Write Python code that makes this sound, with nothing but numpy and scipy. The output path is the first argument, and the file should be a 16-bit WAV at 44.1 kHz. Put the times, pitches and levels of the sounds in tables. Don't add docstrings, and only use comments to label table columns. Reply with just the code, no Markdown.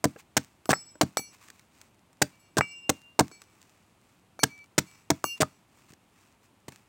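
import sys
import numpy as np
from scipy import signal
from scipy.fft import rfft, irfft
from scipy.io import wavfile

SR = 44100
rng = np.random.default_rng(int(sys.argv[2]) if len(sys.argv) > 2 else 0)


def wav_record(signal):
    frames = np.transpose(np.atleast_2d(signal))
    bounded = np.clip(frames, -1, 1)
    quanta = np.round(bounded * 32767).astype(np.int16)
    wavfile.write(sys.argv[1], SR, quanta)


N = 303408


def from_db(db):
    return 10 ** (np.asarray(db) / 20)


def rms_one(x):
    return x / np.sqrt(np.mean(x ** 2) + 1e-20)


def seconds(length):
    return np.arange(int(length * SR)) / SR


def add(track, start_s, sound):
    at = int(np.clip(round(start_s * SR), 0, N - 1))
    track[at:at + len(sound)] += sound[:N - at]


def colour(x, spectrum):
    size = 4096
    hz, db = np.transpose(spectrum)
    grid = np.maximum(np.fft.rfftfreq(size, 1 / SR), 1)
    gain = from_db(np.interp(np.log(grid), np.log(hz), db))
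    cepstrum = irfft(np.log(gain))
    cepstrum[1:size // 2] *= 2
    cepstrum[size // 2 + 1:] = 0
    impulse = irfft(np.exp(rfft(cepstrum)))
    return signal.fftconvolve(x, impulse)[:len(x)]


def resonate(x, modes, spread_db=0., detune=0.):
    out = np.zeros(len(x))
    variations = rng.standard_normal((len(modes), 2))
    for k, ((hz, width, db), (louder, higher)) in enumerate(zip(modes, variations)):
        radius = np.exp(-np.pi * width / SR)
        angle = 2 * np.pi * hz * (1 + detune * higher) / SR
        feed = [(1 - radius ** 2) / 2, 0, (radius ** 2 - 1) / 2]
        feedback = [1, -2 * radius * np.cos(angle), radius ** 2]
        sign = (-1) ** k
        out += sign * from_db(db + spread_db * louder) * signal.lfilter(feed, feedback, x)
    return out


def grains(count, per_s, spread_db):
    sizes = from_db(spread_db * np.minimum(rng.exponential(1, count), 4))
    signs = rng.choice([-1, 1], count)
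    happens = rng.random(count) < per_s / SR
    return rms_one(sizes * signs * happens)


def push(hz):
    phase = 2 * np.pi * hz * seconds(.25) - 1.25 * np.pi
    return 1.3 * np.sin(phase) * np.exp(-phase * phase / 8)


def with_energy_of(x, envelope):
    return rms_one(x) * np.sqrt(np.mean(envelope ** 2))


# (frequency [Hz], gain [dB])
SNAP_COLOUR = [(500, -16), (1800, 2.5), (3200, -3), (4600, -2), (6600, 0), (8700, -2), (10500, -15),
               (12400, -15), (14900, -10), (16000, -9)]


def blows(contacts, modes, direct_db, ring_db):
    out = np.zeros(N)
    for start_s, db, hz, grit_db in contacts:
        swing = from_db(db) * push(hz)
        crushed = np.abs(swing) * grains(len(swing), per_s=5000, spread_db=-3.5)
        grit = colour(crushed, SNAP_COLOUR)
        body = resonate(swing, modes, spread_db=3.0, detune=0.052)
        add(out, start_s, from_db(direct_db) * swing + from_db(ring_db) * body + from_db(grit_db) * grit)
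    return out


# (frequency [Hz], gain [dB])
AIR_COLOUR = [(15, -48.5), (25, -20), (108, 2), (130, -3.5), (190, -2), (373, -6.5), (463, -11.5),
              (911, -10), (1740, -18.5), (2610, -17.5), (5730, -28.5), (8360, -25.5), (16000, -35.5)]


def forest_air(level_db=-64.47):
    return from_db(level_db) * rms_one(colour(rng.standard_normal(N), AIR_COLOUR))


# (frequency [Hz], gain [dB])
RUSTLE_COLOUR = [(410, -33.5), (700, -6), (1140, 3.5), (1580, -3), (2590, 2), (3110, -7.5), (7890, -4.5),
                 (10700, -15.5), (16000, -12.5)]
# (middle time [s], half length [s], level [dB])
RUBS = [(0.198, .014, -53.5), (1.344, 0.026, -57.5), (1.439, 0.042, -59.5), (1.554, 0.09, -67),
        (1.809, 0.077, -65.5), (3.6, 0.27, -70), (4.1, .08, -74), (4.953, 0.083, -66), (5.377, .012, -54),
        (5.798, 0.074, -67), (5.903, 0.018, -60.5), (6.217, 0.1, -68), (6.45, .025, -67)]


def rustle(cloth_db=-80, coarse_per_s=53, coarse_db=-6):
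    crumbs_db, rise_s, fade_s = -51, .035, .06
    follow = 0.1
    t = np.arange(N) / SR
    shower = (1 - np.exp(-(t / rise_s) ** 2)) * np.exp(-t / fade_s)
    level = np.zeros(N)
    for start_s, knock_db, *_ in CHOPS:
        add(level, start_s, from_db(crumbs_db + follow * knock_db) * shower)
    for middle_s, half_length_s, db in RUBS:
        level += from_db(db) * np.exp(-np.minimum(((t - middle_s) / half_length_s) ** 2, 20))
    level += from_db(cloth_db)
    fine = rms_one(colour(grains(N, per_s=8000, spread_db=5.), RUSTLE_COLOUR))
    coarse = rms_one(colour(grains(N, coarse_per_s, spread_db=6.0), SNAP_COLOUR))
    return level * (fine + from_db(coarse_db) * coarse)


# (time [s], knock level [dB], knock pitch [Hz], split after [s], split length [s],
# crackle level [dB], wood level [dB], chip pitch [Hz], ground after [s], thud level [dB])
CHOPS = [(0.0411, -10.5, 680, 0.00064, 0.003, -19, -18.5, 1040, 0.011, -15.5),
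         (.3672, -13, 640, 0.00085, 0.0083, -17, -22.5, 1650, 0.0052, -22.5),
         (0.6918, -6.5, 625, 0.0081, 0.017, -23.5, -19.5, 800, 0.013, -16.5),
         (1.0115, -6, 760, 0.0016, 0.0042, -17.5, -15.5, 1200, .0195, -16),
         (2.2165, -12.5, 594, 0.0018, 0.0077, -15.5, -21, 1620, 0.0035, -21),
         (2.569, -15.5, 420, 0.014, 0.0048, -21.5, -16.5, 990, .0162, -16),
         (2.8931, -12.5, 563, .0008, 0.0064, -17, -21, 1080, 0.00038, -20),
         (3.1912, -5.5, 724, .0027, 0.003, -14.5, -12.5, 987, 0.015, -12),
         (4.4321, -14, 700, 0.0018, .0043, -12, -15.5, 1630, 0.0046, -21.5),
         (4.7795, -13, 465, 0.00034, .011, -17.5, -31, 1560, 0.0037, -17.5),
         (5.1022, -12.5, 500, 0.00069, 0.0021, -14, -14.5, 990, 0.011, -20.5),
         (5.4038, -15.5, 414.6, 0.0041, 0.014, -22, -20, 760, 0.016, -16),
         (6.6813, -34, 399.4, 0.00064, 0.0069, -42.5, -43, 1000, 0.00044, -37)]
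# (time [s], level [dB], pitch [Hz])
BUMPS = [(.159, -39, 335), (1.192, -31, 302), (5.243, -26.5, 300), (5.904, -47, 201), (5.929, -47, 281.6),
         (6.726, -49, 197)]
# (thud level [dB], pitch [Hz])
THUD_PITCH = [(-22.5, 165), (-13.5, 203)]


def chop_stages(bark_grit_db=-5.5, moss_grit_db=-31.5):
    grind_crackle_db, grind_wood_db = -16.5, -5.0
    grind_hz, grind_overrun_s = 640, 0.0023
    knocks, tears, thuds = [], [], []
    for (start_s, knock_db, knock_hz, split_after_s, split_length_s,
         snap_db, wood_db, chip_hz, ground_after_s, thud_db) in CHOPS:
        knocks.append((start_s, knock_db, knock_hz, bark_grit_db))
        tears.append((start_s, ground_after_s + grind_overrun_s,
                      thud_db + grind_crackle_db, thud_db + grind_wood_db, grind_hz))
        tears.append((start_s + split_after_s, split_length_s, snap_db, wood_db, chip_hz))
        thud_hz = np.interp(thud_db, *np.transpose(THUD_PITCH))
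        thuds.append((start_s + ground_after_s, thud_db, thud_hz, moss_grit_db))
    for bump in BUMPS:
        thuds.append((*bump, moss_grit_db))
    return knocks, tears, thuds


# (frequency [Hz], width [Hz], level [dB])
STICK_MODES = [(290, 64, 2.5), (464, 41, 1.5), (633, 29, -3), (784, 81, 1), (1043, 130, -2.5),
               (1223, 380, -5), (1645, 120, -4.5), (1800, 100, -8.5)]


def knocks_on_wood(knocks):
    return blows(knocks, STICK_MODES, direct_db=-0.5, ring_db=-2.0)


def splinters(t, per_s, spread_db):
    count = 64
    starts = np.concatenate([[0], np.cumsum(rng.uniform(.4, 1.6, count)) / per_s])
    loads = from_db(spread_db * rng.uniform(-1, 1, count + 1))
    current = np.searchsorted(starts, t, side="right") - 1
    return loads[current] * np.exp(-(t - starts[current]) * per_s)


def cuts(tears, rise_s=.0005, fade_s=0.0024, body_db=-3.5, chip_db=-9.5):
    out, t = np.zeros(N), seconds(.15)
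    for start_s, length_s, snap_db, wood_db, chip_hz in tears:
        advance = (1 - np.exp(-t / rise_s)) * np.exp(-np.maximum(t - length_s, 0) / fade_s)
        steps = splinters(t, per_s=450, spread_db=4.5)
        snaps = advance * steps * grains(len(t), per_s=12000, spread_db=3.)
        crackle = colour(snaps, SNAP_COLOUR)
        stick = resonate(snaps, STICK_MODES, spread_db=2.5, detune=0.043)
        chip = resonate(snaps, [(chip_hz, 135, 0)])
        layers = [(crackle, snap_db), (stick, wood_db + body_db), (chip, wood_db + chip_db)]
        for sound, db in layers:
            add(out, start_s, from_db(db) * with_energy_of(sound, advance))
    return out


# (frequency [Hz], width [Hz], level [dB])
GROUND_MODES = [(135, 32, 3), (230, 80, -8), (88, 20, -10)]


def thuds_on_ground(thuds):
    return blows(thuds, GROUND_MODES, direct_db=-1.0, ring_db=-8.0)


# (frequency [Hz], gain [dB])
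SCATTER_COLOUR = [(60, 5), (200, 10.5), (600, -11.5), (1600, -8.5), (3500, -5), (16000, -16.5)]


def echoes(x, t60_s, rise_s, level_db):
    t = seconds(0.8)
    fade = np.exp(-np.log(1000) * t / t60_s) * (1 - np.exp(-(t / rise_s) ** 2))
    tail = rng.standard_normal(len(t)) * fade
    return from_db(level_db) * signal.fftconvolve(x, tail / np.sqrt(np.sum(tail ** 2)))[:N]


# (time [s], crackle level [dB], wood tone level [dB])
TICKS = [(0.162, -58, -36.5), (0.656, -36.5, -37.5), (.9539, -55, -41.5), (1.192, -36, -33),
         (1.483, -45, -49), (1.502, -38.5, -51), (1.5942, -47.5, -52.5), (1.8141, -41.5, -60),
         (2.129, -55, -67), (3.313, -51, -42), (3.4173, -41, -51.5), (3.6155, -48.5, -62),
         (4.6422, -53.5, -58.5), (5.9354, -46.5, -56), (6.722, -45, -47.5)]


def ticks(fade_s=0.0023):
    out, t = np.zeros(N), seconds(.08)
    fade = np.exp(-t / fade_s)
    for start_s, crackle_db, wood_db in TICKS:
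        snaps = fade * grains(len(t), per_s=2000, spread_db=-1.0)
        crackle = colour(snaps, SNAP_COLOUR)
        wood = resonate(snaps, STICK_MODES, detune=0.32)
        add(out, start_s, from_db(crackle_db) * with_energy_of(crackle, fade))
        add(out, start_s, from_db(wood_db) * with_energy_of(wood, fade))
    return out


# (frequency [Hz], level [dB], time to fade by 60 dB [s])
STEEL_MODES = [(2308, 0, .45), (2791, 0, 1.3), (4412, 0, .42), (5272, 0, .47), (5875, 0, .55),
               (6425, 0, .3), (7810, 0, .45), (9505, -10, .3), (10025, -1, .26), (11220, -1, .25),
               (12295, 0, .2), (14830, -4, .18), (15530, -9, .22)]
# (time [s], free for [s], rise [s], lowest tone level [dB], tilt of higher tones [dB per octave],
# blade level [dB], twist level [dB])
RINGS = [(.658, .034, .001, -75.5, 5, -67, -83.5), (.726, 0.26, 0.008, -51.5, -2.5, -35, -69.5),
         (1.1716, 0.011, .0004, -36.5, -3, -28, -46.5), (1.189, 0.13, .002, -51.5, 1, -49, -62.5),
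         (2.311, .085, 0.017, -60.5, -14, -79, -76), (2.394, .176, .003, -65, -5, -65, -73),
         (2.6078, .583, 0.00077, -37, -16, -45, -39.5), (2.71, 0.54, 0.0019, -64.5, -3, -52, -63),
         (3.313, 0.24, 0.0023, -53.5, -7.5, -56.5, -79), (4.395, .04, .001, -48, -3.5, -67, -65),
         (4.465, .18, 0.063, -35.5, -16.5, -69.5, -77), (4.857, .242, 0.014, -54.5, -6.5, -57, -72),
         (5.238, 0.12, 0.0098, -51, 5.5, -41.5, -37), (5.468, 0.11, 0.027, -63, -5.5, -65, -82)]
BLADE_MODES = {5272: -4, 7810: 1}
TWIST_HZ = 2791


def steel(turn_hz=6.4, damp_s=0.014, level_db=1.0, swing_m_per_s=0.67, swing_hz=0.84):
    mirrored, waver = .5, .4
    out, t = np.zeros(N), seconds(.7)
    lag_s = np.cumsum(swing_m_per_s * np.sin(2 * np.pi * swing_hz * t)) / SR / 343
    lowest_hz = STEEL_MODES[0][0]
    for start_s, free_s, rise_s, head_db, tilt, blade_db, twist_db in RINGS:
        free = (1 - np.exp(-(t / rise_s) ** 2)) * np.exp(-np.maximum(t - free_s, 0) / damp_s)
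        variations = rng.random((len(STEEL_MODES), 3))
        for (hz, db, t60_s), (pace, angle, path) in zip(STEEL_MODES, variations):
            lobes = 1 + waver * np.cos(2 * np.pi * (turn_hz * (.5 + pace) * t + angle))
            direct = np.sin(2 * np.pi * hz * (t - lag_s))
            reflected = mirrored * np.sin(2 * np.pi * (hz * (t + lag_s) + path))
            if hz in BLADE_MODES:
                struck_db = blade_db + BLADE_MODES[hz]
            elif hz == TWIST_HZ:
                struck_db = twist_db
            else:
                struck_db = head_db + tilt * np.log2(hz / lowest_hz)
            fade = np.exp(-np.log(1000) * t / t60_s)
            gain = from_db(level_db + db + struck_db)
            add(out, start_s, gain * lobes * free * fade * (direct + reflected))
    return out


# (time [s], level [dB], contact pitch [Hz], grit level against the blow [dB])
CLACKS = [(.7305, -5.5, 1190, -18), (.7358, -9, 1410, -15), (1.1709, -9.5, 1020, 1),
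          (2.6093, -2, 1430, -18.5), (4.3915, -27, 900, -6.5), (5.2415, -10, 1030, -6),
          (5.4302, -8, 1026, -15)]
# (frequency [Hz], width [Hz], level [dB])
HANDLE_MODES = [(530, 230, -8), (935, 220, 0.5), (1300, 52, -3.5), (1740, 270, 4.5), (2040, 73, -9)]


def clacks_on_rock():
    return blows(CLACKS, HANDLE_MODES, direct_db=-0.5, ring_db=0.0)


def scene():
    knocks, tears, thuds = chop_stages()
    chopping = knocks_on_wood(knocks) + cuts(tears) + thuds_on_ground(thuds) + ticks() + clacks_on_rock()
    bass_cut = signal.butter(3, 75, "high", fs=SR, output="sos")
    chopping = signal.sosfilt(bass_cut, chopping)
    near = echoes(colour(chopping, SCATTER_COLOUR), t60_s=.125, rise_s=0.01, level_db=-18.0)
    trees = echoes(chopping, t60_s=0.31, rise_s=0.014, level_db=-37.5)
    return (forest_air() + rustle() + chopping + near + trees + steel())[None]


def record(dry):
    rounded = .9 * np.tanh(dry / .9)
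    top_cut = signal.ellip(10, .2, 70, 16000, fs=SR, output="sos")
    return signal.sosfilt(top_cut, rounded)


dry = scene()
out = record(dry)
wav_record(out)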